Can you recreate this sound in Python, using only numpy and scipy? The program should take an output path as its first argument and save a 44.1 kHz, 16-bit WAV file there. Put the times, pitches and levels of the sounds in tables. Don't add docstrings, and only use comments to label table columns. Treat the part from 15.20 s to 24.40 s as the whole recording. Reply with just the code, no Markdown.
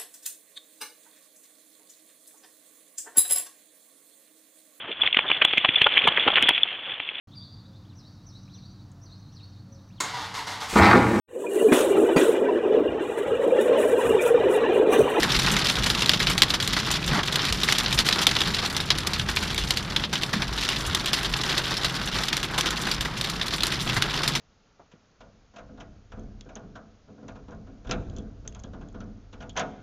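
import sys
import numpy as np
from scipy import signal
from scipy.fft import rfft, irfft
from scipy.io import wavfile
from scipy.ndimage import uniform_filter1d

SR = 44100
rng = np.random.default_rng(int(sys.argv[2]) if len(sys.argv) > 2 else 0)


def unload_wav(signal):
    wavfile.write(
        sys.argv[1],
        SR,
        np.round(np.clip(np.atleast_2d(signal).T, -1, 1) * 32767).astype(np.int16),
    )


N = 405719
RING = 4096


def undb(db):
    return 10 ** (np.asarray(db) / 20)


def unit(x):
    return x / np.sqrt(np.mean(x ** 2))


def curves(table):
    times, *columns = np.transpose(table)
    return [np.interp(np.arange(N) / SR, times, column) for column in columns]


def swell(start_s, length_s, rise_s, fall_s):
    end_s = start_s + length_s
    return np.interp(np.arange(N) / SR, [start_s - rise_s, start_s, end_s, end_s + fall_s], [0, 1, 1, 0])


def colour(points, hz):
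    point_hz, db = np.transpose(points)
    return undb(np.interp(np.log(hz + 1), np.log(point_hz), db))


def noise(points):
    hz = np.fft.rfftfreq(N, 1 / SR)
    gain = colour(points, hz) / np.maximum(1, hz / points[-1][0]) ** 2
    return unit(irfft(rfft(rng.standard_normal(N)) * gain, N))


# (time [s], relative level [dB])
TYRE_LEVELS = [(0, -32), (2.8, -36.5), (3.7, -36.5), (8, -37.5), (9.2, -35.5)]
# (frequency [Hz], level [dB])
DRONE_EQ = [(30, -18), (95, -7), (128, 3), (185, 0.5), (290, -10.5), (390, -10.5), (520, -17),
            (1000, -22.5), (3000, -25)]
# (frequency [Hz], level [dB])
BOOM_EQ = [(15, -24), (34, -2), (43, -3), (51, 7), (66, -6.5), (110, -51)]
# (start [s], length [s], relative boom level [dB])
BUMPS = [(0.173, 0.046, -28), (0.287, 0.066, -33), (0.584, 0.11, -36), (1.024, 0.168, -31),
         (1.867, 0.074, -31), (2.294, 0.077, -38), (2.705, 0.04, -30), (2.785, 0.03, -30),
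         (4.413, 0.056, -37), (5.28, 0.03, -38), (6.089, 0.098, -39), (6.939, 0.034, -35),
         (7.795, 0.061, -35), (8.64, 0.082, -32)]
def road(drone_gain_db=1.5, bump_gain_db=-3, smooth_road_db=-41.5, shake=0.11):
    drone_db, = curves(TYRE_LEVELS)
    jolts = sum(undb(db + bump_gain_db) * swell(start_s, length_s, rise_s=0.026, fall_s=0.079) ** 2
                for start_s, length_s, db in BUMPS)
    boom_gain = undb(smooth_road_db) + jolts
    drone = noise(DRONE_EQ) * undb(drone_db + drone_gain_db) * (boom_gain / boom_gain.mean()) ** shake
    return drone + noise(BOOM_EQ) * boom_gain


# (time [s], firing rate [Hz], level [dB])
ENGINE_HUM = [(0, 73.9, -46), (2.4, 79.2, -47), (4.1, 81.3, -38), (5.5, 80.6, -51), (9.2, 73.7, -67)]
def engine():
    firing_hz, level_db = curves(ENGINE_HUM)
    phase = 2 * np.pi * np.cumsum(firing_hz) / SR
    return unit(np.sin(phase)) * undb(level_db)


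def causal(gain):
    cepstrum = irfft(np.log(gain + 1e-6))
    cepstrum[1:RING // 2] *= 2
    cepstrum[RING // 2 + 1:] = 0
    return np.exp(rfft(cepstrum))


# (frequency [Hz], level [dB])
PANEL_EQ = [(120, -8), (330, 1), (600, -5.5), (1000, -0.5), (1600, 1.5), (2500, -6), (3550, -2.5),
            (5200, -8), (6500, -16.5), (8200, -25.5), (10000, -26), (14000, -33.5)]
# (low edge [Hz], high edge [Hz])
IMPACT_BANDS = [(500, 1800), (1800, 6500), (6500, 14000)]
# (frequency [Hz], side gain [dB])
CABIN_WIDTH = [(2800, -98), (4300, -37), (6500, -4), (9000, -1)]
def impact(band_db, direct, ring_hz, snap, touch_s, ring_db,
           ring_width=0.14, glass_s=0.0034, build_s=0.0036, cabin_s=0.012, uneven_db=2.0):
    t, hz = np.arange(RING) / SR, np.fft.rfftfreq(RING, 1 / SR)
    pane, echoes, *cabin = rng.standard_normal((4, RING))
    packets = undb(uneven_db * unit(uniform_filter1d(echoes, size=60)))
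    pane = pane * packets * (1 - np.exp(-t / touch_s)) * np.exp(-t / glass_s)
    cabin = np.array(cabin) * np.sqrt(packets) * (1 - np.exp(-t / build_s)) * np.exp(-t / cabin_s)
    click = snap * np.sqrt(RING) * colour([(4500, -5.5), (8500, -6.0)], hz)
    attack = (rfft(unit(pane)) + click) / np.sqrt(1 + click ** 2 / RING)
    treble = colour([(700, -12), (2400, 8)], hz).clip(0, 1)
    attack_share = np.clip(1.043 * direct, .03, .94) * treble
    blow = np.sqrt(1 - attack_share) * rfft(unit(cabin))
    blow[0] += np.sqrt(attack_share) * attack
    resonance = np.exp(-(np.log((hz + 1) / ring_hz) / ring_width) ** 2)
    tone = colour(PANEL_EQ, hz) * undb(ring_db * resonance)
    power = np.abs(blow[0] * tone) ** 2 * 2 / RING / (SR / 100)
    band_power = [power[(hz > low) & (hz < high)].sum() for low, high in IMPACT_BANDS]
    body_db, glass_db, splinter_db = band_db - 10 * np.log10(band_power)
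    tone *= colour([(1450, body_db), (2700, glass_db), (5500, glass_db), (7500, splinter_db)], hz)
    width = np.array([np.ones(len(hz)), colour(CABIN_WIDTH, hz)])
    return irfft(blow * causal(tone) * width)


def shower(per_second, scatter_db, band_db, direct, snap, ring_hz=3700, count=32):
    spots = [impact(np.add(band_db, [0, 0, 6 * hardness]), direct, ring_hz * np.exp(0.64 * hardness),
                    snap, touch_s=0.00077, ring_db=6.5)
             for hardness in np.linspace(-1, 1, count)]
    out = np.zeros((2, N + RING))
    for when, size, where in rng.random((int(per_second * N / SR), 3)):
        start = int(when * N)
        out[:, start:start + RING] += undb(scatter_db * size ** 2) * spots[int(where * count)]
    return out[:, :N] / np.std(out[0])


# (time [s], glass level [dB], relative roof level [dB])
SHOWER_LEVELS = [(0.0, -29, -28), (0.18, -26.5, -33.5), (1.61, -32, -39.5), (1.74, -30.5, -36.5),
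                 (3.07, -28.5, -35.5), (3.89, -36, -37.5), (4.3, -33.5, -39), (4.77, -36.5, -40),
                 (5.84, -30.5, -36), (6.53, -30.5, -33.5), (6.82, -31, -36.5), (7.64, -34, -35.5),
                 (7.89, -38, -40.5), (8.35, -33.5, -37.5), (8.99, -33.5, -33.5), (9.2, -37, -36)]
# (start [s], length [s], glass change [dB], roof change [dB])
FLURRIES = [(0.244, .12, 1.5, 6), (1.147, 0.11, -9, 0.5), (1.37, 0.053, -17, -2), (1.595, 0.088, 0, 4),
            (1.766, 0.1, -3.5, -0.5), (1.906, 0.087, -1, 8.5), (2.96, .07, 1.5, 4.5), (3.4, 0.048, 5, 3.5),
            (4.874, 0.046, -10, -7.5), (5.078, 0.21, -4, 0), (5.402, .08, 1.5, -1), (6.68, 0.16, -4, -0.5),
            (6.97, 0.046, 1.5, 5.5), (7.07, .05, -4, -5), (7.27, 0.025, -6.5, -3), (7.453, 0.049, 3.5, 3),
            (7.87, 0.063, -7, -0.5), (8.87, 0.12, 3.5, -1.5)]
def patter(roof_gain_db=1.18, ice_gain_db=-13):
    levels_db = np.array(curves(SHOWER_LEVELS))
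    for start_s, length_s, *change_db in FLURRIES:
        levels_db += np.outer(change_db, swell(start_s, length_s, rise_s=0.018, fall_s=0.024))
    glass_db, roof_db = levels_db
    glass = shower(per_second=200, scatter_db=13.5, band_db=[-12, 0, -17], direct=0.76, snap=0)
    roof = shower(per_second=380, scatter_db=17.5, band_db=[0, -5, -25], direct=0.39, snap=0)
    ice = shower(per_second=45, scatter_db=16, band_db=[-12, 0, -3], direct=0.55, snap=2.3)
    return (glass + ice * undb(ice_gain_db)) * undb(glass_db) + roof * undb(roof_db + roof_gain_db)


# (time [s], ring level over 10 ms [dB],
# directness [0 far roof to 1 windshield], splinters against the ring [dB], ring pitch [Hz])
BIG_STONES = [(0.031, -18.5, 0.5, -11, 2000), (0.152, -25, 0.38, -15, 5000),
              (0.1897, -22.5, 0.39, -12, 3900), (0.3652, -18.5, 0.61, -14, 2000),
              (0.456, -23, 0.75, -17, 3400), (0.4699, -23, 1.0, -13, 5300),
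              (0.4983, -19.5, 0.82, -13, 3500), (0.6417, -23.5, 0.92, -13, 4100),
              (0.6645, -22, 0.4, -9, 2800), (0.701, -19.5, 0.48, -12.5, 4800),
              (0.7497, -23.5, 1, -16, 4000), (0.8212, -20.5, 1, -12, 2800), (0.86, -21.5, 1.0, -13, 4000),
              (0.894, -11.5, 1.0, -17, 4340), (0.9348, -18, 0.5, -18, 3230), (1.001, -19, 0.51, -17, 2100),
              (1.069, -18.5, 0.51, -21, 3020), (1.0967, -24, 0.14, -6.5, 2200),
              (1.179, -18.5, 0.7, -11, 4230), (1.22, -8, 0.97, -16, 4000), (1.2327, -17.5, 1.0, -12, 2000),
              (1.303, -19.5, 0.7, -16, 4240), (1.338, -20.0, 0.16, -14, 4900),
              (1.401, -22, 0.43, -16, 4600), (1.4242, -23.5, 0.54, -10.5, 3570),
              (1.4764, -23.5, 1.0, -6, 3860), (1.5315, -20.5, 0.55, -14, 4300),
              (1.5651, -21.5, 0.14, -17, 2010), (1.7134, -23, 0.61, -3.5, 6450),
              (1.739, -24.5, 0.55, -15, 4600), (2.1577, -18.5, 0.89, -12, 3800),
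              (2.191, -23.5, 0.34, -28, 3200), (2.252, -23.5, 1.0, -12, 4300),
              (2.3252, -22, 0.86, -9.5, 2600), (2.4338, -19, 0.85, -15, 3680),
              (2.4868, -16, 0.58, -20, 2000), (2.524, -15.5, 0.93, -11.5, 3120),
              (2.584, -21, 0.86, -7, 5760), (2.66, -21, 0.84, -28, 3770), (2.7272, -21.0, 0.79, -12, 3500),
              (2.7887, -14.5, 0.51, -13, 4400), (2.8651, -25, 1.0, -10, 3100),
              (2.888, -16.5, 1.0, -14.5, 2170), (2.927, -17, 1.0, -16.5, 3680),
              (3.0173, -20, 0.5, -11, 3300), (3.068, -11, 0.96, -12.5, 3320), (3.1664, -21, 1.0, -20, 2000),
              (3.2052, -21.5, 0.86, -14, 3700), (3.2165, -19.5, 1.0, -17, 3100),
              (3.346, -22.5, 1.0, -17, 4470), (3.5657, -23, 0.79, -10, 5800),
              (3.6016, -23.5, 0.52, -24, 3900), (3.7038, -13.5, 0.67, -17.5, 4270),
              (3.785, -26.0, 1, -8, 2000), (3.8715, -22, 1, -8, 5050), (3.934, -22, 0.62, -15, 4600),
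              (3.9963, -22.5, 0.94, -17, 3300), (4.087, -24.5, 0.14, -17, 2610),
              (4.163, -27, 1.0, -5.5, 3700), (4.1698, -19, 0.78, -31, 2400), (4.2264, -27, 0.17, -11, 2500),
              (4.3457, -29.5, 1.0, -7, 2300), (4.379, -22, 0.54, -13, 3700), (4.507, -17.5, 1, -12, 4200),
              (4.572, -22, 0.75, -11.5, 4100), (4.7626, -17.5, 0.84, -19, 3430),
              (4.837, -23, 0.44, -36, 3450), (4.9277, -23, 0, -12.5, 6100),
              (4.9549, -22.5, 0.79, -20, 3320), (5.0206, -30, 0.65, -13, 3500),
              (5.034, -21.5, 0.91, -17, 3560), (5.1312, -22.5, 0.21, -16, 2010),
              (5.22, -22.5, 0.39, -20, 2380), (5.4886, -21, 0.76, -13, 2770),
              (5.7484, -19, 0.91, -10, 3440), (5.8594, -26.5, 1, -6.5, 2920),
              (5.9314, -17.5, 0.41, -13.5, 5060), (6.1377, -22, 0.97, -22, 2700),
              (6.294, -24.5, 0.18, -13, 4700), (6.3782, -20, 0.44, -12, 4200),
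              (6.6459, -19.5, 0.57, -14, 4270), (7.0846, -24.5, 1, -12, 3380),
              (7.129, -20, 0.86, -17, 2520), (7.1684, -24.5, 1, -7.5, 5240),
              (7.2294, -24, 0.38, -12.5, 2900), (7.3784, -20.5, 0.11, -9.5, 3460),
              (7.4094, -22, 1.0, -11, 6100), (7.5062, -27, 0.84, -6, 6500), (7.6671, -27, 0.04, -14, 2700),
              (7.7139, -21.5, 0.67, -13.5, 5030), (7.8086, -24.5, 0.5, -10.5, 3240),
              (7.8492, -26.0, 0.18, -16, 2140), (8.012, -24, 1.0, -12, 3700),
              (8.0447, -25, 0.68, -16, 3620), (8.099, -29, 0.84, -5, 5300), (8.213, -22, 0.82, -29, 3520),
              (8.2825, -28, 1.0, -11, 3900), (8.324, -30, 0, -15, 4800), (8.3375, -25.5, 0.87, -14, 4200),
              (8.4343, -19, 0.96, -10, 3960), (8.4686, -28, 1.0, -2, 5500),
              (8.5211, -24.5, 0.55, -16, 2600), (8.697, -24.5, 1, -19, 2800),
              (8.7638, -23, 0.12, -13, 1990), (8.823, -17.5, 1.0, -15, 2140), (9.033, -24, 0.36, -13, 5000),
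              (9.0775, -19.5, 0.62, -10, 4900), (9.1521, -21, 0.22, -14, 5960)]
def hailstones(roof_knock_db=-1.5, glass_knock_db=-13, knock_db_per_octave=-3.5, middle_ring_hz=3630):
    out = np.zeros((2, N + RING))
    for time_s, db, direct, splinter_db, ring_hz in BIG_STONES:
        knock_db = glass_knock_db + (roof_knock_db - glass_knock_db) * (1 - direct) ** 2
        knock_db += knock_db_per_octave * np.log2(ring_hz / middle_ring_hz)
        band_db = db + np.array([knock_db, 0, splinter_db])
        snap = 1.3 * direct ** 2 * undb(0.3 * (splinter_db + 12))
        start = int(time_s * SR)
        out[:, start:start + RING] += impact(band_db, direct, ring_hz, snap, touch_s=0.00033, ring_db=4.5)
    return out[:, :N]


# (time [s], relative level [dB], pitch [Hz])
THUD_CUES = [(0.31, -20.5, 164), (0.599, -27, 80.7), (1.068, -31, 141), (1.421, -28, 105),
             (1.909, -19, 177), (2.288, -27, 80.7), (2.706, -26, 159), (3.264, -24, 156), (3.988, -26, 125),
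             (5.138, -22.5, 195), (5.669, -24.5, 100), (8.763, -23.5, 127)]
def thuds(gain_db=-8.5, rise_s=0.019, spread=0.31):
    t, hz = np.arange(SR) / SR, np.fft.rfftfreq(SR, 1 / SR)
    out = np.zeros(N + SR)
    for time_s, db, pitch_hz in THUD_CUES:
        resonance = np.exp(-(np.log((hz + 1) / pitch_hz) / spread) ** 2)
        body = irfft(rfft(rng.standard_normal(SR)) * resonance, SR)
        thud = body * t * np.exp(-t / rise_s)
        start = int(time_s * SR)
        out[start:start + SR] += undb(db + gain_db) * thud / np.std(thud[:SR // 10])
    return out[:N]


def scene():
    mid, side = hailstones() + patter()
    mid = mid + thuds() + road() + engine()
    return np.array([mid + side, mid - side])


def record(dry, clip_level=0.9, top_hz=14350):
    low_pass = signal.ellip(10, .1, 80, top_hz, fs=SR, output="sos")
    return signal.sosfilt(low_pass, np.clip(dry, -clip_level, clip_level))


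dry = scene()
out = record(dry)
unload_wav(out)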